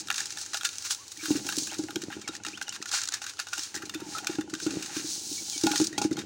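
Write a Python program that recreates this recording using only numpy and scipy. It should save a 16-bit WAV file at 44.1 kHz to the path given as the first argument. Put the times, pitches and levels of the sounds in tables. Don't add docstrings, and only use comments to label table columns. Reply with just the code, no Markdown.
import sys
import numpy as np
from scipy import signal
from scipy.fft import rfft, irfft
from scipy.io import wavfile
from scipy.ndimage import uniform_filter1d

SR = 44100
rng = np.random.default_rng(int(sys.argv[2]) if len(sys.argv) > 2 else 0)


def persist_wave(psi):
    counts = np.round(np.clip(psi, -1, 1) * 32767).astype(np.int16)
    wavfile.write(sys.argv[1], SR, np.atleast_2d(counts).T)


N = 275669

# start_s, crack_db, plate_db, added_ring_hz, rim_db, scatter_t60_s
BEAK_BLOWS = [(0.0717, -37.5, -48, 1700, -46, 0.025), (0.0847, -38, -33, 1760, -33, 0.0086),
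              (0.1021, -25.5, -21, 1710, -18.5, 0.012), (0.1122, -30, -28, 1700, -41, 0.013),
              (0.125, -33, -45, 1700, -46, 0.022), (0.1421, -33, -38, 1670, -36, 0.025),
              (0.159, -30, -47, 1430, -39, 0.02), (0.1792, -27, -32.5, 1680, -31, 0.025),
              (0.2035, -26, -31, 1740, -46, 0.021), (0.2564, -30, -46, 1780, -52, 0.025),
              (0.268, -36.5, -56, 1750, -48, 0.037), (0.3042, -34, -47, 1790, -44, 0.028),
              (0.3224, -34.5, -50, 1780, -43, 0.023), (0.3721, -33, -36.5, 1740, -37, 0.018),
              (0.3846, -32, -51, 1720, -50, 0.018), (0.413, -33.5, -49, 1400, -50, 0.029),
              (0.4605, -36, -44.5, 1760, -51, 0.03), (0.5327, -33, -32.5, 1680, -43, 0.053),
              (0.5426, -28.5, -32, 1650, -32.5, 0.033), (0.5684, -29, -39, 1700, -38, 0.056),
              (0.61, -40, -32, 1400, -33, 0.016), (0.633, -31, -35.5, 1520, -34, 0.0083),
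              (0.6487, -23.5, -26, 1680, -24.5, 0.037), (0.6664, -34, -47, 1600, -42, 0.052),
              (0.689, -30.5, -59, 1400, -39, 0.02), (0.73, -40, -52, 1700, -48, 0.021),
              (0.7832, -29, -63, 1710, -45, 0.013), (0.8225, -34.5, -65, 1450, -46, 0.02),
              (0.848, -38, -39.5, 1400, -43, 0.062), (0.9064, -26.5, -31.5, 1740, -31, 0.034),
              (0.9464, -31.5, -48, 1360, -52, 0.021), (1.0794, -40, -72, 1820, -65, 0.025),
              (1.1162, -40.5, -49.5, 1390, -49, 0.04), (1.172, -40, -62, 1820, -49, 0.04),
              (1.236, -41, -39, 1660, -44, 0.022), (1.2551, -33, -30.5, 1430, -34.5, 0.037),
              (1.313, -36, -46, 1600, -35, 0.03), (1.3666, -32.5, -41.5, 1430, -43, 0.03),
              (1.4658, -30, -52, 1760, -41, 0.028), (1.4882, -33, -27, 1600, -27.5, 0.023),
              (1.4979, -36, -37, 1540, -41, 0.03), (1.5226, -32, -32, 1660, -36, 0.034),
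              (1.568, -23.5, -51, 1700, -52, 0.0083), (1.5821, -23.5, -42.5, 1370, -43, 0.036),
              (1.6333, -29, -60, 1380, -54, 0.016), (1.669, -33, -39, 1620, -41, 0.061),
              (1.714, -36, -43, 1550, -51, 0.02), (1.742, -37.5, -44, 1530, -51, 0.036),
              (1.782, -35, -48, 1380, -50, 0.075), (1.8364, -39, -46, 1420, -56, 0.023),
              (1.8843, -49, -40, 1450, -50, 0.015), (1.906, -41, -35.5, 1450, -36.5, 0.022),
              (1.9577, -31, -32, 1480, -27.5, 0.017), (2.0164, -36, -41.5, 1830, -40, 0.054),
              (2.0367, -36, -44, 1380, -51, 0.026), (2.1017, -52, -39, 1600, -49, 0.037),
              (2.1243, -51, -35, 1690, -57, 0.021), (2.2135, -41, -46, 1590, -46, 0.057),
              (2.277, -31.5, -33.5, 1400, -39, 0.039), (2.2858, -34.5, -37, 1380, -37, 0.018),
              (2.3512, -37.5, -36.5, 1460, -42, 0.021), (2.3655, -38.5, -58, 1360, -54, 0.018),
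              (2.4346, -40.5, -49, 1690, -45, 0.028), (2.4488, -34, -29.5, 1360, -35, 0.028),
              (2.464, -33, -36, 1350, -32.5, 0.028), (2.4833, -34, -38, 1570, -48, 0.016),
              (2.5727, -43, -36.5, 1430, -43, 0.048), (2.6128, -36, -27.5, 1590, -35, 0.026),
              (2.6235, -30, -50, 1700, -44, 0.028), (2.6802, -40, -35, 1600, -37, 0.017),
              (2.692, -30, -46, 1510, -44, 0.017), (2.7242, -43, -38, 1420, -37, 0.027),
              (2.7602, -39, -38, 1396, -48, 0.028), (2.816, -44, -40, 1400, -51, 0.025),
              (2.8247, -31.5, -36.5, 1500, -36, 0.019), (2.8568, -36.5, -33.5, 1450, -39, 0.031),
              (2.891, -35, -42, 1400, -39, 0.017), (2.9144, -29, -34.5, 1440, -43, 0.033),
              (2.9834, -35, -34, 1420, -46, 0.032), (3.0158, -29.5, -38, 1450, -42, 0.025),
              (3.034, -28.5, -38, 1520, -41, 0.029), (3.054, -35, -49, 1780, -48, 0.026),
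              (3.0745, -30.5, -40, 1370, -42, 0.019), (3.0872, -25.5, -36, 1530, -48, 0.013),
              (3.122, -29, -39, 1460, -44, 0.012), (3.1376, -25.5, -31.5, 1700, -48, 0.045),
              (3.217, -37, -41, 1410, -39, 0.025), (3.2407, -39, -38, 1510, -42, 0.03),
              (3.264, -33, -34.5, 1590, -38, 0.025), (3.2943, -36, -48, 1670, -49, 0.035),
              (3.3356, -43, -47, 1440, -57, 0.018), (3.3704, -46, -48, 1370, -49, 0.0093),
              (3.3914, -33, -33, 1620, -45, 0.02), (3.3981, -27.5, -30.5, 1650, -34, 0.025),
              (3.468, -43, -38.5, 1430, -44, 0.051), (3.4844, -41, -44, 1500, -51, 0.038),
              (3.531, -30.5, -29, 1520, -31.5, 0.05), (3.5787, -31, -37, 1640, -35, 0.025),
              (3.5923, -31.5, -38, 1370, -38, 0.028), (3.6326, -32.5, -51, 1530, -45, 0.053),
              (3.7421, -37, -36, 1650, -51, 0.029), (3.7499, -31.5, -41, 1440, -54, 0.042),
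              (3.7606, -34, -33.5, 1850, -48, 0.039), (3.7739, -41, -38, 1870, -49, 0.029),
              (3.8195, -44, -36, 1400, -44, 0.056), (3.8534, -39, -57, 1350, -49, 0.056),
              (3.895, -33, -35.5, 1470, -34.5, 0.023), (3.938, -42, -38.5, 1860, -53, 0.033),
              (3.9438, -35.5, -38.5, 1490, -33.5, 0.043), (4.0008, -44.5, -43, 1390, -48, 0.05),
              (4.183, -34, -34, 1450, -31, 0.026), (4.2456, -36, -34, 1810, -41, 0.009),
              (4.2694, -24.5, -27, 1500, -24.5, 0.024), (4.3534, -40, -42, 1680, -47, 0.025),
              (4.384, -46, -44, 1350, -47, 0.025), (4.4093, -39.5, -36, 1484, -42, 0.034),
              (4.496, -42, -47, 1630, -55, 0.065), (4.5372, -32.5, -32, 1530, -37, 0.027),
              (4.5503, -36, -38, 1600, -37, 0.022), (4.5998, -35, -35.5, 1550, -38, 0.019),
              (4.6645, -33, -33, 1390, -37, 0.033), (4.7059, -36, -40, 1470, -38.5, 0.027),
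              (4.8237, -33, -41, 1560, -37.5, 0.041), (4.859, -34.5, -48, 1540, -46, 0.038),
              (4.9672, -32, -42, 1470, -36, 0.016), (5.3262, -33, -63, 1460, -52, 0.034),
              (5.522, -36, -54, 1370, -49, 0.029), (5.5774, -29, -63, 1730, -63, 0.03),
              (5.6116, -30.5, -46, 1740, -53, 0.033), (5.6348, -25, -47, 1730, -42, 0.037),
              (5.6668, -25.5, -28, 1450, -25.5, 0.021), (5.7134, -27, -30.5, 1510, -27.5, 0.048),
              (5.7568, -25, -27.5, 1740, -28, 0.036), (5.777, -27, -45, 1420, -39, 0.027),
              (5.7974, -29, -35, 1380, -42, 0.035), (5.8132, -28.5, -49, 1740, -37, 0.048),
              (5.8404, -26.5, -50, 1720, -53, 0.063), (5.8686, -26.5, -65, 1680, -61, 0.03),
              (5.9264, -43, -40, 1880, -58, 0.042), (5.9782, -25, -33, 1460, -27, 0.054),
              (6.0155, -27, -34, 1360, -33, 0.05), (6.0397, -34.5, -49, 1600, -39, 0.063),
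              (6.1103, -43, -40.5, 1430, -46, 0.049), (6.126, -39.5, -52, 1390, -48, 0.054),
              (6.1683, -37, -35.5, 1410, -38, 0.025), (6.1883, -37, -35, 1660, -34.5, 0.04)]
# pitch_hz, level_db, t60_s
PLATE_MODES = [(1400, -16, 0.087), (1570, -14, 0.04), (1700, 2.5, 0.0076), (1905, -3, 0.0067)]
# pitch_hz, level_db, t60_s
RIM_MODES = [(2450, 14, 0.0041), (2758, -0.5, 0.023), (3200, -1, 0.016), (3650, 1, 0.028)]
# pitch_hz, relative_db
KERNEL_COLOUR = [(1530, -17.5), (2600, 0), (3670, 10.5), (3990, 16), (5060, 16.5), (5420, 17.5),
                 (6470, 19.5), (9550, 4.5), (11700, -16), (13800, -26), (15100, -9.5), (16200, -13)]
RISE_SHARE = 0.048


def pecks():
    t = np.arange(SR // 9) / SR
    crack, plate, rim = np.zeros(N), np.zeros(N), np.zeros(N)
    noises = rng.standard_normal((len(BEAK_BLOWS), 3, len(t)))
    places = rng.standard_normal((len(BEAK_BLOWS), 4, 4))
    for blow, noise, place in zip(BEAK_BLOWS, noises, places):
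        start_s, crack_db, plate_db, added_hz, rim_db, t60 = blow
        crack_noise, ring_noise, unevenness = noise
        t60 = np.clip(t60, .004, .2)
        swell = np.minimum(t / (RISE_SHARE * t60), 1) ** 0.6
        decay = np.exp(-np.log(1000) * np.maximum(t / t60 - RISE_SHARE, 0))
        spray = swell * decay * undb(1.3 * unit(uniform_filter1d(unevenness, 60)))
        grit = crack_noise + 0.077 * place[3, 0] * np.roll(crack_noise, 1)
        add(crack, start_s, undb(crack_db) * crest(grit * spray))
        plate_modes = spot(PLATE_MODES, *place[:2]) + [(added_hz, 0, .022)]
        add(plate, start_s, undb(plate_db) * crest(ring(ring_noise * spray, plate_modes)))
        rim_modes = spot(RIM_MODES, *place[2:])
        add(rim, start_s, undb(rim_db) * crest(ring(ring_noise * spray, rim_modes)))
    return colour(crack, KERNEL_COLOUR) + small(plate, 1286) + small(rim, 1940)


# time_s, rustle_db, plate_rattle_db
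TRICKLE = [(0, -51.5, -60), (.9, -43, -52.5), (1.05, -51, -63), (1.5, -44, -67), (2.3, -55.5, -59),
           (2.41, -61, -74), (2.6, -55.5, -57), (3.3, -53, -69), (4.0, -53.5, -55.5), (4.4, -50, -56),
           (4.46, -61.5, -89), (4.6, -45, -51.5), (5.0, -47, -51), (5.25, -42, -63), (5.8, -41, -55),
           (5.92, -53.5, -56), (6.25, -59, -62)]
# peak_s, swell_s, fade_s, rustle_db, plate_rattle_db
GRAIN_SWEEPS = [(0, .01, 0.015, -34, -53), (.195, 0.042, 0.042, -35, -42), (.32, 0.042, 0.026, -44, -53),
                (.42, 0.045, 0.02, -37.5, -52), (.56, 0.016, 0.017, -38, -48),
                (.65, 0.0041, 0.015, -29, -35.5), (.74, 0.014, 0.023, -54, -51),
                (.86, 0.014, 0.019, -34, -40), (0.914, 0.011, 0.019, -27, -39.5),
                (1.12, 0.0065, 0.0065, -42, -56), (1.26, 0.041, 0.025, -38.5, -43),
                (1.31, 0.037, 0.036, -35.5, -50), (1.37, 0.028, 0.026, -39, -43.5),
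                (1.5, 0.052, 0.065, -39, -46.5), (1.6, 0.042, 0.071, -34.5, -54),
                (1.73, .02, 0.034, -45, -44), (1.84, 0.038, 0.0081, -47, -55),
                (2.12, 0.0051, 0.038, -47, -44), (2.356, 0.029, 0.017, -43, -48),
                (2.47, 0.015, 0.066, -45, -48), (2.752, 0.022, 0.013, -39.5, -43.5),
                (2.89, 0.016, 0.0093, -38, -50), (2.946, 0.021, 0.047, -27.5, -34),
                (3.03, 0.031, 0.031, -42.5, -44.5), (3.142, 0.022, 0.035, -42, -44),
                (3.228, 0.0084, 0.021, -40.5, -44), (3.28, 0.01, 0.031, -41.5, -44.5),
                (3.4, 0.0089, 0.028, -40.5, -44), (3.61, 0.069, 0.065, -38, -48.5),
                (3.771, .015, 0.019, -47, -46), (4.16, 0.069, 0.046, -39.5, -51),
                (4.32, 0.033, 0.031, -43, -44.5), (4.63, 0.018, 0.033, -37, -60),
                (4.72, 0.02, 0.064, -43, -48.5), (4.858, 0.054, 0.055, -43.5, -49),
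                (4.983, 0.047, 0.038, -36, -42.5), (5.121, 0.071, 0.064, -34, -75),
                (5.348, 0.11, 0.077, -37.5, -69), (5.54, 0.076, 0.053, -36, -75),
                (5.66, 0.038, 0.095, -38, -44.5), (5.79, 0.059, .052, -32, -42.5),
                (6.04, 0.014, 0.024, -37.5, -46), (6.19, 0.01, 0.029, -42.5, -43)]
SWEEP_EDGE_DB, SWEEP_POINT = -6, 1.9


def grain():
    t = np.arange(N) / SR
    rustle_power, plate_power = undb(curves(TRICKLE)) ** 2
    for peak_s, swell_s, fade_s, rustle_db, plate_db in GRAIN_SWEEPS:
        side_s = np.where(t < peak_s, swell_s, fade_s)
        shape_db = SWEEP_EDGE_DB * np.abs((t - peak_s) / side_s) ** SWEEP_POINT
        rustle_power = rustle_power + undb(rustle_db + shape_db) ** 2
        plate_power = plate_power + undb(plate_db + shape_db) ** 2
    rustle = unit(colour(kernels(2500, 2.7, 2.16), KERNEL_COLOUR))
    modes = PLATE_MODES + [(hz, db - 5, t60) for hz, db, t60 in RIM_MODES]
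    rattle = unit(small(ring(kernels(600, 0.69, 0.81), modes), 1130))
    return np.sqrt(rustle_power) * rustle + np.sqrt(plate_power) * rattle


# start_s, level_db, length_s
TUB_KNOCKS = [(1.177, -47.5, 0.02), (1.23, -38.5, 0.036), (1.283, -32.5, 0.035), (1.306, -15, 0.011),
              (1.352, -22.5, 0.014), (1.374, -27, 0.0054), (1.452, -33, 0.0084), (1.575, -25.5, 0.01),
              (1.62, -34, 0.0089), (1.728, -44, 0.013), (1.791, -23, 0.016), (1.836, -29.5, 0.015),
              (1.894, -39, 0.015), (1.962, -23.5, 0.013), (2.034, -30, 0.011), (2.166, -30.5, 0.0077),
              (2.291, -37.5, 0.012), (2.469, -40, 0.018), (2.533, -42.5, 0.014), (2.803, -36, 0.0056),
              (3.584, -42.5, 0.013), (3.748, -38, 0.0063), (3.766, -35, 0.0088), (3.834, -33, 0.008),
              (3.951, -30.5, 0.025), (4.019, -31.5, 0.013), (4.063, -39, 0.019), (4.179, -41, 0.0063),
              (4.224, -41, 0.011), (4.295, -26, 0.015), (4.345, -35, 0.012), (4.385, -20.5, 0.015),
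              (4.442, -35.5, 0.01), (4.482, -38, 0.014), (4.532, -26.5, 0.013), (4.625, -36.5, 0.021),
              (4.664, -19.5, 0.017), (4.708, -34, 0.023), (4.734, -27.5, 0.012), (4.756, -29, 0.0105),
              (4.794, -34, 0.008), (4.966, -27, 0.012), (4.997, -34, 0.0071), (5.044, -31, 0.018),
              (5.315, -33.5, 0.0093), (5.56, -37.5, 0.011), (5.637, -17, 0.021), (5.661, -17.5, 0.011),
              (5.709, -25.5, 0.017), (5.749, -31, 0.012), (5.8, -17.5, 0.012), (5.813, -17.5, 0.017),
              (5.98, -27, 0.007), (6.015, -25, 0.0068), (6.049, -16.5, 0.013), (6.113, -20, 0.012),
              (6.125, -25, 0.011), (6.175, -37, 0.012), (6.181, -28, 0.011)]
# pitch_hz, level_db, t60_s
TUB_BASE_MODES = [(212.8, -7, 0.12), (150, -9.5, 0.037), (390, -10, 0.018)]
TUB_AIR_HZ = 314.7
KNOCK_WANDER = .025


def knocks():
    t = np.arange(SR // 5) / SR
    boom, thud = np.zeros(N), np.zeros(N)
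    push = np.hanning(int(0.0013 * SR))
    bends = rng.standard_normal(len(TUB_KNOCKS))
    for (start_s, level_db, length_s), bend in zip(TUB_KNOCKS, bends):
        onset = 1 - np.exp(-t / 0.0014)
        fade = np.exp(-(t / max(length_s, .004)) ** 3.9) + 0.16 * np.exp(-t / 0.045)
        air_hz = TUB_AIR_HZ * (1 + KNOCK_WANDER * bend)
        add(boom, start_s, undb(level_db) * np.sin(2 * np.pi * air_hz * t) * fade * onset)
        add(thud, start_s, undb(level_db) * push / push.sum())
    return boom + undb(-6) * small(ring(thud, TUB_BASE_MODES), 92)


# start_s, level_db, upper_modes_db, ring_share (share of the ring time left by damping)
DAMPED_RAPS = [(0.101, -37, 4, 0.3), (0.202, -45.5, -1, 0.31), (0.371, -44, -5, 0.34),
               (0.544, -34.5, 3, 0.29), (0.632, -45, 0, 0.35), (0.905, -48, 6, 0.57),
               (1.304, -32.5, -12, 0.29), (1.72, -35.5, -6, 0.25), (1.795, -41, -5, 0.34),
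               (1.886, -39, -2, 0.32), (1.963, -40, -5, 0.33), (2.102, -38, -8, 0.46),
               (2.171, -45, -7, 0.39), (2.276, -42.5, 7, 0.39), (2.334, -48, 0, 0.5),
               (2.401, -47, -2, 0.35), (2.469, -42, -4, 0.6), (2.613, -43.5, 5, 0.27), (2.68, -43, 1, 0.29),
               (2.936, -36, 7, 0.26), (3.121, -46, 5, 0.5), (3.217, -43.5, 4, 0.5), (3.392, -46, 11, 0.5),
               (3.469, -46, 4, 0.5), (3.529, -45, 12.5, 0.4), (3.576, -43, 3, 0.44), (3.743, -41, -2, 0.34),
               (3.83, -49, -7, 0.58), (4.386, -36, -7, 0.5), (4.537, -48, 0, 0.5), (4.669, -41, -1, 0.36),
               (5.639, -34, -8, 0.45), (5.671, -21, -11, 0.87), (5.735, -28, -7, 0.5),
               (5.799, -33, -10, 0.5), (5.98, -25.5, -13, 0.71), (6.015, -26, -12, 0.28),
               (6.044, -35, -20, 0.33), (6.176, -37, -9, 0.6)]
# pitch_hz, level_db, t60_s
WALL_MODES = [(826, 13, 0.15), (763, -7, 0.068), (926, -2, 0.055), (1430, 7, 0.13), (2200, -1, 0.065),
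              (2630, 6.5, 0.054)]


def raps():
    t = np.arange(SR // 4) / SR
    rung = np.zeros(N)
    grits = rng.standard_normal((len(DAMPED_RAPS), len(t)))
    for (start_s, level_db, upper_db, ring_share), grit in zip(DAMPED_RAPS, grits):
        ring_share = np.clip(ring_share, .05, 1.2)
        scratch = 0.2 * max(.75 - ring_share, 0) * grit * np.exp(-t / 0.012)
        contact = uniform_filter1d((t == 0) + scratch, 8, origin=3)
        damped = [(hz, db, t60 * ring_share) for hz, db, t60 in WALL_MODES]
        low = crest(ring(contact, damped[:3]))
        upper = crest(ring(contact, damped[3:]))
        add(rung, start_s, undb(level_db) * (low + undb(upper_db) * upper))
    return small(rung, 700)


# time_s, air_hum_db, wall_ring_db
TUB_SCRAPE = [(0.0, -53, -59), (0.8, -71, -68), (1.04, -79, -78), (1.24, -74, -70), (1.36, -43, -55),
              (1.43, -43, -52), (1.64, -49.5, -60), (2.05, -48.5, -64), (3.19, -66, -63.5),
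              (3.46, -90, -95), (3.85, -49, -61), (3.95, -51, -62), (4.25, -52, -43), (4.46, -50, -69),
              (4.59, -51, -64), (4.75, -41, -53), (4.89, -53.5, -53.5), (5.15, -50.5, -62),
              (5.43, -52.5, -61.5), (5.64, -64, -61), (5.79, -47.5, -69), (5.99, -42, -65),
              (6.13, -45, -61), (6.25, -40, -70)]


def scrape():
    hum_db, wall_db = curves(TUB_SCRAPE)
    rub = kernels(250, 2.85, 0.46)
    base = small(ring(rub, TUB_BASE_MODES), 76)
    hum = unit(mode(rub, TUB_AIR_HZ, 0.041) + undb(-7.5) * base)
    damped = [(hz, db, 0.37 * t60) for hz, db, t60 in WALL_MODES[:4]]
    wall = unit(small(ring(kernels(280, 2.7, 0.27), damped), 370))
    return undb(hum_db) * hum + undb(wall_db) * wall


# start_s, end_s, first_hz, middle_hz,
# last_hz, level_db, overtone_db (octave relative to the whistle)
BIRD_CALLS = [(1.166, 1.175, 1800, 1910, 2010, -48, -20), (1.191, 1.221, 2450, 2250, 2640, -42, -20),
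              (1.692, 1.71, 2560, 2810, 3400, -41, -18), (2.24, 2.266, 2380, 2250, 2100, -49, -22),
              (2.12, 2.15, 2470, 2860, 3150, -49, -16), (2.53, 2.563, 2250, 2840, 3400, -41, -14),
              (2.665, 2.713, 3090, 2820, 3200, -42, -5), (3.384, 3.385, 3200, 3130, 2940, -40, -20),
              (3.991, 4.096, 934, 905, 806, -52, -25), (4.148, 4.181, 1320, 1313, 1500, -32.5, -35),
              (5.372, 5.403, 2340, 2256, 2310, -44.5, -28), (5.524, 5.589, 2510, 2270, 2320, -48, -26),
              (5.527, 5.566, 3280, 3110, 3100, -44, -20), (5.929, 5.971, 1960, 1870, 2120, -47.5, -7.5),
              (6.157, 6.178, 2120, 2160, 2160, -47, 3), (0.982, 1.038, 920, 1116, 1120, -54, -23)]


def bird_calls():
    out = np.zeros(N)
    for start_s, end_s, first_hz, middle_hz, last_hz, level_db, overtone_db in BIRD_CALLS:
        u = np.linspace(-1, 1, int((end_s - start_s) * SR))
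        slope_hz = (last_hz - first_hz) / 2
        bow_hz = (first_hz + last_hz) / 2 - middle_hz
        hz = middle_hz + slope_hz * u + bow_hz * u ** 2
        phase = 2 * np.pi * np.cumsum(hz) / SR
        whistle = np.sin(phase) + undb(overtone_db) * np.sin(2 * phase)
        add(out, start_s, undb(level_db) * (1 - u ** 2) ** 0.18 * whistle)
    waver = unit(uniform_filter1d(rng.standard_normal(N), 150))
    return out * (1 + 0.3 * waver)


# pitch_hz, relative_db
YARD_COLOUR = [(18, -62), (30, -21), (97, 14), (167, -5), (321, 8), (642, -5.5), (825, 3), (1040, -2),
               (1390, -10.5), (3000, 2), (3900, -19.5), (6600, -120)]
YARD_DB = -58.5


def yard():
    return undb(YARD_DB) * unit(colour(rng.standard_normal(N), YARD_COLOUR))


def undb(db):
    return 10 ** (np.asarray(db) / 20)


def unit(x):
    return x / np.sqrt(np.mean(x ** 2))


def crest(x):
    return x / np.sqrt(uniform_filter1d(x ** 2, SR // 250).max())


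def add(track, s, x):
    i = max(int(s * SR), 0)
    track[i:i + len(x)] += x[:N - i]


def curves(table):
    s, *columns = np.transpose(table)
    return [np.interp(np.arange(N) / SR, s, c) for c in columns]


def kernels(per_s, spread_db, hush):
    struck = rng.random(N) < per_s / SR
    hits = struck * rng.standard_normal(N) * undb(spread_db * rng.exponential(size=N))
    return unit(unit(hits) + hush * rng.standard_normal(N))


def mode(x, hz, t60):
    pole = np.exp(2j * np.pi * hz / SR - np.log(1000) / (max(t60, .003) * SR))
    return signal.lfilter([1], [1, -pole], x).imag


def ring(x, modes):
    return sum(undb(db) * mode(x, hz, t60) for hz, db, t60 in modes)


def spot(modes, gains, shifts):
    return [(hz * (1 + 0.021 * shift), db + 3.9 * gain, t60)
            for (hz, db, t60), gain, shift in zip(modes, gains, shifts)]


def small(x, hz):
    return signal.sosfilt(signal.butter(3, hz, "high", fs=SR, output="sos"), x)


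def colour(x, points, size=4096):
    hz, db = np.transpose(points)
    f = np.maximum(np.arange(size // 2 + 1) * SR / size, 1)
    cepstrum = irfft(np.log(undb(np.interp(np.log(f), np.log(hz), db))))
    cepstrum[1:size // 2] *= 2
    cepstrum[size // 2 + 1:] = 0
    h = irfft(np.exp(rfft(cepstrum)))
    return signal.fftconvolve(x, h / np.sqrt(np.sum(h ** 2)))[:len(x)]


# time_s, lift_db
SIZZLE_LIFT = [(0, 9.5), (.6, 10.5), (1.2, 15.5), (1.9, 11), (2.3, 7), (3.4, 10), (3.9, 12.5), (4.6, 7.5),
               (5.3, 16.5), (5.8, 10.5), (6.25, 7)]


def scene():
    near = pecks() + raps() + bird_calls() + knocks()
    t = np.arange(SR // 4) / SR
    haze = rng.standard_normal(len(t)) * np.exp(-np.log(1000) * t / 0.15) * (t > .003)
    echo = signal.fftconvolve(small(near, 344), haze / np.sqrt(np.sum(haze ** 2)))[:N]
    feed = near + undb(-13) * echo + grain()
    top = signal.sosfiltfilt(signal.butter(4, 11000, "high", fs=SR, output="sos"), feed)
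    sizzle = (undb(curves(SIZZLE_LIFT)[0]) - 1) * top
    return (feed + sizzle + scrape() + yard())[None]


TOP_HZ = 16000


def record(dry):
    low = signal.sosfilt(signal.butter(2, 55, "high", fs=SR, output="sos"), dry)
    return signal.sosfilt(signal.ellip(10, .2, 70, TOP_HZ, fs=SR, output="sos"), low)


dry = scene()
out = record(dry)
persist_wave(out)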